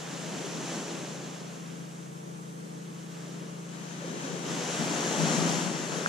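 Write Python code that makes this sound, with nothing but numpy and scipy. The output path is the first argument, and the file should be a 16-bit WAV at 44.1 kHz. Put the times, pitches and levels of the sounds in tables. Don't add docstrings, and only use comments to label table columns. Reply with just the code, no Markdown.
import sys
import numpy as np
from scipy import signal
from scipy.fft import rfft, irfft, next_fast_len
from scipy.io import wavfile
from scipy.ndimage import uniform_filter1d, map_coordinates

SR = 44100
rng = np.random.default_rng(int(sys.argv[2]) if len(sys.argv) > 2 else 0)


def master(y):
    cut = np.clip(np.atleast_2d(y).T, -1, 1)
    pcm = np.round(cut * 32767)
    wavfile.write(sys.argv[1], SR, pcm.astype(np.int16))


N = 268128

# peak_s, level_db, build_up_db_per_s, run_out_db_per_s
CRESTS_AHEAD = [(0.27, -48, 6, 6), (0.73, -43, 10, 16), (1.05, -51.5, 23, 20), (3.22, -53.5, 17, 10),
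                (4.5, -42, 190, 5.5)]
CRESTS_FAR_LEFT = [(3.73, -55, 220, 3.5), (4.26, -47, 20.5, 8.5)]
CRESTS_PEELING = [(4.81, -41.5, 34, 5.6), (5.22, -38.5, 15.4, 18.5), (5.39, -38, 25, 30),
                  (5.6, -41.5, 23, 60), (5.98, -43, 21, 14)]
# start_s, level_db, hold_s, cloud_pitch_hz
PLUNGES_AHEAD = [(0.157, -45, 0.13, 520), (0.337, -44, 0.16, 350), (0.55, -41.5, 0.088, 280),
                 (0.72, -45, 0.08, 260), (0.88, -44.5, 0.24, 402), (1.22, -49, 0.072, 300),
                 (3.277, -52, 0.23, 330), (4.46, -40.5, 0.14, 280)]
PLUNGES_FAR_LEFT = [(4.07, -41.5, 0.093, 295), (4.28, -40.5, 0.1, 450)]
PLUNGES_PEELING = [(4.8, -36.5, 0.16, 245), (5.06, -37, 0.05, 280), (5.18, -32.5, 0.1, 235),
                   (5.19, -38, 0.068, 600), (5.35, -34, 0.16, 196), (5.39, -35, 0.08, 580),
                   (5.55, -38, 0.28, 242), (5.93, -36.5, 0.085, 430)]
# frequency_hz, relative_density_db
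CHURN_SPECTRUM = [(30, -56), (80, -5), (140, -1), (260, 1.5), (350, 1), (450, -0.5), (590, -4),
                  (850, -20.5), (1500, -25)]
GURGLE_SPECTRUM = [(330, -22), (550, 0), (760, 0.5), (980, -3.5), (1350, -17)]
SPLASH_SPECTRUM = [(300, -14), (550, -2), (750, -2.5), (1120, 0.5), (1600, 0), (2200, -3.5), (3150, -1.5),
                   (4400, -9), (5500, -22.5), (9000, -48)]
FOAM_SPECTRUM = [(2500, -12.5), (4200, -5), (5000, -5.5), (5600, -2), (6400, -0.5), (7600, -3), (8100, -11),
                 (10000, -14), (11200, -25), (12500, -21.5), (15000, -35)]
BOOM_SPECTRUM = [(30, -45), (80, -30), (125, -31), (160, 11), (200, 2), (250, -0.5), (340, -39)]
# frequency_hz, left_right_likeness, left_over_right_db, left_lead_rad
IMAGE_AHEAD = [(150, 0.93, 0, 0.075), (348, 0.98, 2.5, -0.46), (680, 0.82, 0.5, -0.09),
               (1150, 0.66, -4, -0.02), (1680, 0.81, 0.5, 0.23), (2300, 0.51, -1.5, -0.54),
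               (3000, 0.73, -3, -0.42), (3950, 0.99, 0.5, -0.12), (5000, .6, -0.5, -0.43),
               (6300, 0.55, 4.5, -0.67), (9000, 0.15, -2.5, -0.71), (13000, 0.2, 1, 0)]
IMAGE_FAR_LEFT = [(150, 0.9, 3, -1), (338, 1, 1.5, 0), (597, 0.68, 2, 0.9), (795, 0.83, 11, 1.3),
                  (1100, 0.25, 9, 3), (1900, 0.18, 5, 4.5), (2800, .4, 3, 5.1), (3950, .7, 2, 7.5),
                  (5130, .15, 5, 6.5), (6240, .15, 5, 10), (8900, .1, -3, 9), (13000, .05, 0.5, 10)]
IMAGE_PEELING = [(150, 1, 4, -0.2), (338, 0.97, 1.5, 0), (600, 0.91, 2.5, 0.0073), (760, 0.67, 4.5, 1.1),
                 (970, 0.4, 12, 1.26), (1310, 0.25, 7.5, 0.78), (1960, 0.064, 7.5, -0.23),
                 (2800, 0.65, 1.5, -0.76), (3950, 0.88, 1, -0.41), (5160, .35, 2, 0.52),
                 (6170, 0.3, 5, 1.3), (8900, 0.12, -3.5, 1.3), (13000, 0.061, -0.5, 0)]
# start_s, level_db, pitch_hz
THUMPS = [(0.32, -32, 195), (0.445, -29, 390), (0.572, -33, 237), (0.595, -35, 310), (0.738, -33, 228),
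          (0.775, -32, 218), (0.93, -37, 260), (4.02, -33, 560), (4.042, -28.5, 506), (4.115, -32, 333),
          (4.24, -27.5, 272), (4.548, -29, 272), (4.807, -23, 225), (4.875, -24, 268), (5.06, -33, 297),
          (5.172, -32, 195), (5.224, -21, 159), (5.228, -22, 248), (5.442, -24, 165), (5.468, -23, 283)]
PLOP = [(6.06065, 3.2, 1520)]
# frequency_hz, relative_density_db
FAR_SPECTRUM = [(30, -30), (100, 4.5), (180, 6), (250, 2.5), (480, -5.5), (720, -16), (1300, -17),
                (2200, -19), (3000, -20.5), (5000, -21), (6300, -14.5), (7600, -16.5), (8300, -18),
                (14500, -31.5)]
# frequency_hz, left_right_likeness, left_over_right_db, left_lead_rad
FAR_IMAGE = [(150, 0.23, 4, 0.006), (425, -0.27, 1.5, 0), (740, -1.33, -0.8, 0), (1100, -1.06, 2.5, 0),
             (1700, -0.6, -0.5, 0), (3000, -0.04, -1.5, 0), (3950, 0.49, 1, 0), (4900, 0.056, .5, 0),
             (6300, 0.19, 0, 0), (9000, -0.042, -1, 0)]
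# multiple_of_shaft_rate, relative_level_db
ENGINE_HARMONICS = [(5, -5), (6, 2), (7, -5.5), (8, -15), (9, -19), (10, -19), (11, -13), (12, -13),
                    (13, -28), (14, -22), (15, -23.5), (16, -14), (17, -21), (18, -20.5), (19, -31.5),
                    (20, -25.5), (21, -33), (22, -38)]
# frequency_hz, relative_level_db
DRONE = [(183, -59.5), (242, -56)]
# time_s, turns_per_s
SHAFT_SPEED = [(0, 27.96), (1.65, 27.92), (2, 28.04), (2.4, 27.93), (3.1, 27.97), (3.7, 28.24),
               (4.4, 28.12), (6.08, 28.18)]
# time_s, level_db
ENGINE_LEVEL = [(0, -44), (1.1, -43.5), (1.55, -43.5), (2, -44.5), (2.8, -42.5), (3.85, -42.5), (4.4, -42),
                (6.08, -41.5)]
# frequency_hz, relative_density_db
WIND_SPECTRUM = [(15, 1), (40, -12), (75, 8), (120, 5), (250, -33)]
# frequency_hz, gain_db
LOW_CUT = [(112, -16), (128, -9.5), (137, -0.5)]

SPILL_REF_DB = -42
CHURN_DB, CHURN_GROWS = -41.5, 0.87
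GURGLE_DB, GURGLE_GROWS = -45, 1.24
FOAM_DB, FOAM_GROWS = -42.5, 1.13
BOOM_DB, BOOM_GROWS = -49.5, 1.6
PLUNGE_RISE_DB_PER_S, PLUNGE_FALL_DB_PER_S = 300, 150
CLOUD_Q = 1.34
PLOP_LEAN_DB, PLOP_RIGHT_DELAY_S = 2.5, 0.00026
SLAP_S, SLAP_DB = 0.00014, -16
TOP_HZ = 14800


def amp(db):
    return 10 ** (np.asarray(db) / 20)


def unit(x):
    return x / np.sqrt(np.mean(x ** 2) + 1e-20)


def along(points, hz):
    f, *columns = np.transpose(points)
    return [np.interp(np.log(hz + 1), np.log(f + 1), column) for column in columns]


def wobble(rate):
    knots = rng.standard_normal(int(N * rate / SR) + 4)
    return map_coordinates(knots, [np.arange(N) * rate / SR])


def filtered(x, response):
    size = next_fast_len(N + SR // 2)
    hz = np.fft.rfftfreq(size, 1 / SR)
    return irfft(rfft(x, size) * response(hz), size)[..., :N]


def placed(pair, spectrum, image):
    def ports(hz):
        alike, lean_db, lead = along(image, hz)
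        turn = np.arccos(np.clip(alike, -.9, .99)) / 2
        left = amp(lean_db / 2) * np.exp(1j * lead)
        right = amp(-lean_db / 2)
        mix = np.array([[left * np.cos(turn), left * np.sin(turn)],
                        [right * np.cos(turn), -right * np.sin(turn)]])
        mix = mix / np.linalg.norm(mix.mean(0), axis=0)
        beyond = 1 + (hz / spectrum[-1][0]) ** 4
        return mix * amp(along(spectrum, hz)[0]) / np.sqrt(beyond)
    out = filtered(pair, ports).sum(1)
    return out / np.sqrt(np.mean(out.mean(0) ** 2))


def rush(patchy_db):
    bins = signal.stft(rng.standard_normal((2, N)), nperseg=512)[2]
    patches = rng.standard_normal(bins.shape[1:])
    patches = uniform_filter1d(patches, size=6, axis=0)
    patches = uniform_filter1d(patches, size=12, axis=1)
    noise = signal.istft(bins * amp(patchy_db * unit(patches)), nperseg=512)[1]
    return unit(noise[:, :N])


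def ping(age, cycles, rise, onset=0.37):
    life = age / cycles
    tone = np.sin(2 * np.pi * age * (1 + rise * life / 2))
    return tone * amp(-60 * life) * (1 - np.exp(-age / onset))


def bubbles(low_hz, high_hz, cycles, spread_db, count):
    when, pitch, size, side = rng.random((count, 4)).T
    hz = low_hz * (high_hz / low_hz) ** pitch
    n = np.arange(min(int(cycles * SR / low_hz), 2000))
    strength = amp(-spread_db * np.log(np.maximum(size, .01))) * hz
    grains = strength[:, None] * ping(hz[:, None] * n / SR, cycles, rise=0.39)
    at = (when * N).astype(int)[:, None] + n
    clouds = [np.bincount(at[k].ravel(), grains[k].ravel(), N)[:N] for k in (side < .5, side >= .5)]
    return unit(np.array(clouds))


def wave(crests, image, plunges):
    churn_db, gurgle_db, splash_db, foam_db = wave_levels(crests)
    slosh_db = .25 * wobble(14)
    spray_db = .42 * wobble(16)
    churn = rng.standard_normal((2, N))
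    churn += amp(-18.0) * bubbles(162.0, 737, cycles=8.3, spread_db=-0.5, count=1000)
    gurgle = rng.standard_normal((2, N))
    splash = rush(patchy_db=.5)
    splash += amp(-16.0) * bubbles(613, 4540, cycles=10, spread_db=2.0, count=3500)
    foam = rush(patchy_db=1.0)
    foam += amp(-9.5) * bubbles(4440, 15200, cycles=6.4, spread_db=0.0, count=12000)
    churn = amp(churn_db) * placed(churn, CHURN_SPECTRUM, image)
    gurgle = amp(gurgle_db) * placed(gurgle, GURGLE_SPECTRUM, image)
    splash = amp(splash_db) * placed(splash, SPLASH_SPECTRUM, image)
    foam = amp(foam_db) * placed(foam, FOAM_SPECTRUM, image)
    spray = amp(spray_db) * (splash + foam)
    return amp(slosh_db) * (plunging(plunges, image) + churn + gurgle + spray)


def wave_levels(crests):
    spill_db = 10 * np.log10(sum(swell(*crest) for crest in crests) + 1e-20)
    above_db = spill_db - SPILL_REF_DB
    churn_db = CHURN_DB + CHURN_GROWS * above_db
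    gurgle_db = GURGLE_DB + GURGLE_GROWS * above_db
    foam_db = FOAM_DB + FOAM_GROWS * above_db
    return churn_db, gurgle_db, spill_db, foam_db


def swell(peak_s, db, rise, fall, hold_s=0):
    age = np.arange(N) / SR - peak_s
    return amp(db + rise * np.minimum(age, 0) - fall * np.maximum(age - hold_s, 0)) ** 2


def plunging(plunges, image):
    clouds, power = np.zeros((2, N)), np.zeros(N)
    for start_s, db, hold_s, hz in plunges:
        surge = swell(start_s, db, PLUNGE_RISE_DB_PER_S, PLUNGE_FALL_DB_PER_S, hold_s)
        resonance = signal.iirpeak(hz, CLOUD_Q, fs=SR)
        cloud = signal.lfilter(*resonance, rng.standard_normal((2, N)))
        clouds += np.sqrt(surge) * unit(cloud)
        power += surge
    boom_db = BOOM_DB + BOOM_GROWS * (10 * np.log10(power + 1e-20) - SPILL_REF_DB)
    boom = amp(boom_db) * placed(rush(patchy_db=1.0), BOOM_SPECTRUM, [(170, 0.29, 8.8, 0.39)])
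    cloud_rms = np.sqrt(np.mean(clouds ** 2))
    return boom + cloud_rms * placed(clouds, CHURN_SPECTRUM, image)


def drops():
    thumps = pockets(THUMPS, cycles=26.5, rise=0.12, onset=0.98, delay=0) * amp([[1.5], [-1.5]])
    left = amp(PLOP_LEAN_DB / 2) * plop(0)
    right = amp(-PLOP_LEAN_DB / 2) * plop(PLOP_RIGHT_DELAY_S)
    return thumps + np.array([left, right])


def pockets(rows, cycles, rise, onset, delay):
    t = np.arange(N) / SR - delay
    out = np.zeros(N)
    for start_s, db, hz in rows:
        alive = (t > start_s) & (t < start_s + 2 * cycles / hz)
        out[alive] += amp(db) * ping(hz * (t[alive] - start_s), cycles, rise, onset)
    return out


def plop(delay):
    (start_s, db, hz), = PLOP
    u = np.maximum(np.arange(N) / SR - delay - start_s, 0) / SLAP_S
    slap = amp(db + SLAP_DB) * u * np.exp(-u)
    return slap + pockets(PLOP, cycles=10.0, rise=0.08, onset=2.3, delay=delay)


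def far_shore():
    sway_db = .5 * wobble(3)
    return amp(-49.5 + sway_db) * placed(rush(patchy_db=1.2), FAR_SPECTRUM, FAR_IMAGE)


def engine():
    t = np.arange(N) / SR
    turns = np.cumsum(np.interp(t, *np.transpose(SHAFT_SPEED))) / SR + 0.003 * wobble(2.655)
    hum = np.zeros(N)
    for multiple, db in ENGINE_HARMONICS:
        smear = -.85 * multiple ** 2
        waver_db = 0.091 * multiple * wobble(2.31)
        hum += amp(db + waver_db) * np.cos(2 * np.pi * multiple * turns + smear)
    for hz, db in DRONE:
        level = amp(db + 2.3 * wobble(3.25))
        hum += level * np.sin(2 * np.pi * hz * t + 1.05 * wobble(1.9))
    level_db = np.interp(t, *np.transpose(ENGINE_LEVEL))
    return hum * amp(level_db) * amp([[1.2], [-1.3]])


def wind():
    gusts_db = 2.5 * wobble(4.9)
    breeze = placed(rng.standard_normal((2, N)), WIND_SPECTRUM, [(60, .3, 3, 0)])
    return amp(-66.0 + gusts_db) * breeze


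def scene():
    ahead = wave(CRESTS_AHEAD, IMAGE_AHEAD, PLUNGES_AHEAD)
    far_left = wave(CRESTS_FAR_LEFT, IMAGE_FAR_LEFT, PLUNGES_FAR_LEFT)
    drift_db = 0.36 * (np.arange(N) / SR - 4.6)
    peeling = wave(CRESTS_PEELING, IMAGE_PEELING, PLUNGES_PEELING) * amp([drift_db / 2, -drift_db / 2])
    return ahead + far_left + peeling + drops() + far_shore() + engine() + wind()


def record(dry):
    return filtered(dry, lambda hz: amp(along(LOW_CUT, hz)[0]) * (hz < TOP_HZ))


dry = scene()
out = record(dry)
master(out)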